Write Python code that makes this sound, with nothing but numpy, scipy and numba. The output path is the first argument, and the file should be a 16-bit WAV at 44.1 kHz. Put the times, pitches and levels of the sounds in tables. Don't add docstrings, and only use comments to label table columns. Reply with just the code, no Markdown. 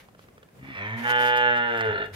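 import sys
import numpy as np
from scipy import signal
from scipy.fft import rfft, irfft
from scipy.io import wavfile
from scipy.ndimage import uniform_filter1d
from numba import njit

SR = 44100
rng = np.random.default_rng(int(sys.argv[2]) if len(sys.argv) > 2 else 0)


def unload_audio(sound):
    columns = np.transpose(np.atleast_2d(sound))
    steps = np.round(np.clip(columns, -1, 1) * 32767)
    wavfile.write(sys.argv[1], SR, steps.astype(np.int16))


def level_to_linear(level):
    exponent = np.asarray(level, float) / 20
    return 10 ** exponent


N = 95079
T = np.arange(N) / SR

# f/Hz, level per Hz/dB
HUSH_COLOUR = [(18, -50), (30, -5.5), (173, -1), (315, -9), (500, -6.5), (874, -15.5), (2200, -21.5),
               (4500, -30), (15500, -32)]
# f/Hz, level per Hz/dB
DUST_COLOUR = [(800, -18.5), (3000, 4), (5950, -6), (6530, -5), (8000, -13.5), (10700, -7), (13500, -10),
               (15500, -17)]
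# f/Hz, level per Hz/dB
SCRAPE_COLOUR = [(200, -13), (800, -0.5), (1300, -8), (1900, 1.5), (3000, -11), (5000, -60)]
# t/s, length/s, hiss level/dB, scrape level/dB
SCUFFS = [
    (-.05, 0.09, -61, -57.5),
    (0.172, 0.078, -67, -73),
    (0.629, 0.33, -71, -56.5),
    (0.961, 0.14, -54.5, -45),
    (1.087, 0.058, -50.5, -44),
    (1.148, 0.11, -52, -46),
    (1.244, 0.079, -59, -83),
    (1.392, 0.1, -62.5, -92),
    (1.66, 0.14, -67, -77),
    (2.124, 0.086, -52.5, -51),
]
# t/s, peak level/dB, ring f/Hz
KNOCKS = [(0.086, -47.5, 785), (.148, -48.5, 600), (0.192, -42.5, 465), (.218, -65, 714), (0.24, -52, 267),
          (0.285, -47, 387), (.379, -46.5, 520), (.415, -62, 600), (.429, -43, 473), (0.487, -52.5, 1000),
          (.541, -71, 444), (.594, -52, 286), (1.808, -22.5, 2000)]
# t/s, peak level/dB
GRIT_TICKS = [
    (1.7759, -41),
    (1.8133, -49),
    (2.0605, -51),
]
# t/s, f/Hz
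GRUNT_PITCH = [(.5, 126), (.62, 136.1), (.73, 126.9), (.765, 95)]
# t/s, f/Hz
CALL_PITCH = [(0.78, 96.45), (0.93, 111.9), (1.056, 120.9), (1.102, 122.3), (1.422, 122.4), (1.658, 119),
              (1.754, 115.6), (1.868, 108.8), (1.94, 102.9)]
# t/s, f/Hz
SIGH_PITCH = [(1.963, 100.5), (1.99, 107.6), (2.058, 102.6), (2.112, 96.6), (2.15, 94)]
# t/s, roughness/0-1
ROUGHNESS = [(.5, .7), (.74, .65), (.8, .1), (1.0, .04), (1.08, .025), (1.66, .03), (1.78, .08), (1.9, .16),
             (1.96, .7), (2.05, .9), (2.1, .35)]
# t/s, fundamental level/dB, octave level against it/dB
CHEST_HUM = [(.5, -67, -20), (.585, -54.5, -24), (.63, -48, -2), (.71, -51, 1.5), (.76, -51, -2),
             (.8, -42, -5), (.9, -37, -13.5), (.95, -34, -7.5), (1.01, -55.5, 17), (1.07, -45, 0),
             (1.2, -50, 6), (1.72, -50, 8), (1.9, -34.5, -15), (2.0, -47, 0.5), (2.06, -45, -9.5),
             (2.09, -49, -6), (2.115, -44, -16), (2.15, -42, -20)]
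# t/s, level/dB
NOSE_LEVEL = [(.56, -78), (.64, -52.5), (.71, -46.5), (.77, -36), (.84, -31.5), (.93, -33.5), (1.03, -37.5),
              (1.1, -33.5), (1.3, -92)]
# f at the grunt/Hz, f at the hum/Hz, width/Hz, level/dB
NASAL_RINGS = [(517, 450, 250, -12), (630, 716, 280, -8.5), (1102, 930, 90, -2), (1195, 1410, 200, -3),
               (1950, 1837, 150, 7.5), (2290, 2030, 92, 7), (2710, 2200, 80, 2), (2820, 2100, 38, -4),
               (3440, 3130, 99, -5.5), (4300, 3500, 160, -12.5), (5170, 6200, 200, -15)]
NOSE_SINK_S = (0.74, 0.896)
# t/s, level/dB, jaw opening/0-1.2
MOUTH = [(.95, -63, .6), (1.02, -53, 0.6), (1.05, -30, 0.97), (1.11, -25.5, 1.15), (1.25, -23, 0.98),
         (1.47, -21, 0.8), (1.62, -24, 0.51), (1.86, -25.5, 0.5), (2.02, -29.5, 0), (2.07, -43, 0.03),
         (2.13, -49, 0.36)]
# f jaw low/Hz, f jaw wide/Hz, width/Hz, level jaw low/dB, level jaw wide/dB
THROAT_RINGS = [(427.2, 477, 64.6, -1.5, -4), (660, 638, 69, -6, -22), (900, 856, 55.3, -8.5, 0),
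                (1266, 1229, 93, -23.5, -11), (1420, 1465, 74, -0.5, 4.5), (1756, 1690, 98, -2, 3),
                (2090, 1960, 118, -16.5, -2), (2440, 2360, 270, -22, -13), (2824, 2812, 80, -7.5, -1),
                (3040, 3060, 93, -33, -6.5), (3370, 3300, 70, -14, -12.5), (3631, 3590, 74, -16, -12.5),
                (4230, 4110, 190, -20, -29.5)]
# delay left/ms, delay right/ms, level left/dB, level right/dB
ECHOES = [
    (0.823, 1.239, -13.5, -11.5),
    (7.46, 7.3, -15, -12),
    (12.02, 11.9, -26, -13),
    (20.52, 20.3, -20.5, -12.5),
    (30.2, 29.4, -14, -13.5),
    (43.17, 42.9, -9, -23.5),
]

HUSH_DB, SWELL_DB, FLICKER_DB = -56, .8, 1.5
KNOCK_T60_S, KNOCK_RISE_S, KNOCK_TICK_DB = .03, .0008, -1
SCUFF_RISE_S = 0.017
GRIT_SLOW_DB, GRIT_QUICK_DB = 1.2, 2
JITTER, SHIMMER_DB, DOUBLING, BREATH_DB = .05, 4, .9, 1.5
FOLD_TILT_DB, FOLD_TOP_PARTIAL = -3, 31
SPREAD_TURNS = .011
WARBLE_TURNS, GROWL_DB = .07, 6
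NOSE_HISS_DB, AIR_DB = -9, -35
PORT_LAG_MS, PAN_DB = .24, -2
TAIL_T60_S, TAIL_DB, TAIL_HZ = .3, -18, 2500
LOW_CUT_HZ, TOP_HZ = 32, 15800
MASK_DB, MASK_SCATTER_DB, MASK_FROM_HZ = -53.5, 8, 4500


def level(x, db):
    return x * level_to_linear(db) / np.sqrt(np.mean(x ** 2))


def curve(rows, column=1):
    rows = np.array(rows, float)
    return np.interp(T, rows[:, 0], rows[:, column])


@njit
def svf(x, hz, width):
    y, b, l = np.empty(len(x)), 0., 0.
    for i in range(len(x)):
        g, k = np.tan(np.pi * hz[i] / SR), width / hz[i]
        v = (b + g * (x[i] - l)) / (1 + g * (g + k))
        b, l, y[i] = 2 * v - b, l + 2 * g * v, k * v
    return y


def ring(x, hz, width):
    hz = np.zeros(N) + hz
    return svf(svf(x, hz, 1.81 * width), hz, 1.81 * width)


def walk(rate):
    hold = int(SR / rate)
    steps = np.repeat(rng.standard_normal(N // 50)[:N // hold + 1], hold)
    return 1.393 * uniform_filter1d(uniform_filter1d(steps, hold), hold)[:N]


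def coloured(points):
    hz, p = np.fft.rfftfreq(N, 1 / SR) + 1, np.array(points, float)
    gain = level_to_linear(np.interp(np.log(hz), np.log(p[:, 0]), p[:, 1]))
    return level(irfft(rfft(rng.standard_normal(N)) * gain, N), 0)


def late(x, ms):
    return np.interp(T - ms / 1000, T, x, left=0)


def yard():
    mid, left, right = (coloured(HUSH_COLOUR) for _ in range(3))
    high_pass = signal.butter(1, 400, "high", fs=SR, output="sos")
    apart = signal.sosfilt(high_pass, np.array([left, right]) - mid)
    return level(mid + apart, HUSH_DB) * level_to_linear(SWELL_DB * walk(7.4) + FLICKER_DB * walk(23.5))


def scuffs():
    hiss, scrape = np.zeros((2, N))
    for s, length, hiss_db, scrape_db in SCUFFS:
        stroke = np.clip(np.minimum((T - s) / SCUFF_RISE_S, (s + length - T) / 0.055 + .5), 0, 1)
        hiss += level_to_linear(hiss_db) * stroke
        scrape += level_to_linear(scrape_db) * stroke
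    dust = np.array([hiss * coloured(DUST_COLOUR) + scrape * coloured(SCRAPE_COLOUR) for _ in range(3)])
    grain = level_to_linear(GRIT_QUICK_DB * walk(60) + GRIT_SLOW_DB * walk(20.16))
    return grain * (0.66 * dust[0] + 1.61 * dust[1:])


def knocks():
    out = np.zeros(N)
    contact = ring(rng.standard_normal(N), 1410, 940) * 4
    grit = rng.standard_normal(N)
    for s, db, hz in KNOCKS:
        age = np.clip(T - s, 0, None)
        fade = level_to_linear(db - 60 * age / KNOCK_T60_S) * np.minimum(age / KNOCK_RISE_S, 1)
        thud = np.sin(2 * np.pi * hz * age) + 0.34 * np.sin(2 * np.pi * 0.44 * hz * age)
        out += fade * (thud + level_to_linear(KNOCK_TICK_DB) * contact)
    for s, db in GRIT_TICKS:
        out += (T > s) * level_to_linear(db - 60 * np.clip(T - s, 0, None) / 0.014) * grit
    return out


def folds():
    rough, pitch = curve(ROUGHNESS), curve(GRUNT_PITCH + list(CALL_PITCH) + SIGH_PITCH)
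    turns = np.cumsum(pitch * (1 + JITTER * rough * walk(90))) / SR
    shimmer = rng.standard_normal(N // 100)[turns.astype(int)]
    size = uniform_filter1d(level_to_linear(SHIMMER_DB * rough * shimmer), 60)
    size = size * (1 + DOUBLING * rough ** 2 * np.cos(np.pi * turns))
    k = np.arange(1, 46)[:, None]
    tilt = level_to_linear(FOLD_TILT_DB * np.log2(k) - np.clip(k - FOLD_TOP_PARTIAL, 0, None))
    partials = tilt * np.cos(2 * np.pi * k * (turns - SPREAD_TURNS * k))
    pulses = level(partials.sum(axis=0), 0)
    puff = 1 + .5 * np.cos(2 * np.pi * (turns + 0.41))
    breath = level(ring(rng.standard_normal(N), 2230, 4100) * puff, 0)
    smooth_turns = uniform_filter1d(turns, size=250) + WARBLE_TURNS * rough * walk(40)
    swing = np.sqrt(2) * np.cos(2 * np.pi * k[:2] * smooth_turns)
    source = size * (pulses * (1 - .5 * rough) + level_to_linear(BREATH_DB) * breath * rough)
    return source, breath, swing * size


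def chest(swing):
    growl = level_to_linear(1.8 * walk(13.99) + GROWL_DB * curve(ROUGHNESS) * np.tanh(walk(44.48)))
    return (swing[0] + level_to_linear(curve(CHEST_HUM, column=2)) * swing[1]) * growl * level_to_linear(curve(CHEST_HUM))


def nose(source, breath):
    snort = source + level_to_linear(NOSE_HISS_DB) * breath
    rings = sum(level_to_linear(db) * ring(snort, np.interp(T, NOSE_SINK_S, (f0, f1)), w) for f0, f1, w, db in NASAL_RINGS)
    return level(rings, 0) * level_to_linear(curve(NOSE_LEVEL))


def mouth(source):
    jaw = np.clip(curve(MOUTH, column=2), 0, 1.2)
    rings = 0
    for k, (f0, f1, w, d0, d1) in enumerate(THROAT_RINGS):
        gain = level_to_linear(d0 + (d1 - d0) * jaw + walk(6.94))
        rings = rings + (-1) ** k * gain * ring(source, f0 + (f1 - f0) * jaw, w)
    air = coloured(DUST_COLOUR) * level_to_linear(AIR_DB + 5.8 * walk(44.04))
    return (level(rings, 0) + air) * level_to_linear(curve(MOUTH)) * (T > MOUTH[0][0])


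def cow():
    source, breath, swing = folds()
    start = np.clip((T - CHEST_HUM[0][0]) / 0.12, 0, 1)
    return chest(swing) * start, nose(source, breath) * start + mouth(source)


def tail(x):
    age = T[:SR // 2]
    scatter = rng.standard_normal((3, len(age))) * level_to_linear(-60 * age / TAIL_T60_S) * np.minimum(age / 0.022, 1)
    scatter = 0.7 * scatter[0] + 0.17 * scatter[1:]
    scatter = signal.lfilter(*signal.butter(1, TAIL_HZ, fs=SR), scatter)
    scatter = scatter * level_to_linear(TAIL_DB) / np.sqrt((scatter ** 2).sum(axis=1, keepdims=True))
    return signal.fftconvolve(x[None], scatter, axes=1)[:, :N]


def scene():
    hush, drag, knock = yard(), scuffs(), knocks()
    hum, call = cow()
    near = call + knock
    out = np.array([late(near, PORT_LAG_MS) * level_to_linear(PAN_DB / 2), near * level_to_linear(-PAN_DB / 2)])
    for ms_l, ms_r, db_l, db_r in ECHOES:
        out += np.array([late(call, ms_l) * level_to_linear(db_l), late(call, ms_r) * level_to_linear(db_r)])
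    out += hum + level_to_linear(-10.5) * np.array([late(hum, 23.2), late(hum, 25.03)])
    return out + tail(near + 0.92 * hum) + drag + hush


def masked(x):
    hz, _, z = signal.stft(x, SR, nperseg=2048)
    power = (abs(z) ** 2).sum(axis=0)
    band = uniform_filter1d(power, size=16, axis=0)[::16] * 24
    scatter = uniform_filter1d(rng.standard_normal(band.shape), size=2, axis=1) * MASK_SCATTER_DB
    keep = band > power.sum(axis=0) * level_to_linear(2 * (MASK_DB + scatter))
    keep = np.repeat(keep, repeats=16, axis=0)[:len(hz)] | (hz < MASK_FROM_HZ)[:, None]
    return signal.istft(z * keep * (hz < TOP_HZ)[:, None], SR, nperseg=2048)[1][:, :N]


def top_cut(x):
    return signal.sosfilt(signal.butter(12, 16070, fs=SR, output="sos"), x)


def record(dry):
    thinned = signal.lfilter(*signal.butter(1, LOW_CUT_HZ, "high", fs=SR), dry)
    return top_cut(masked(thinned))


dry = scene()
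out = record(dry)
unload_audio(out)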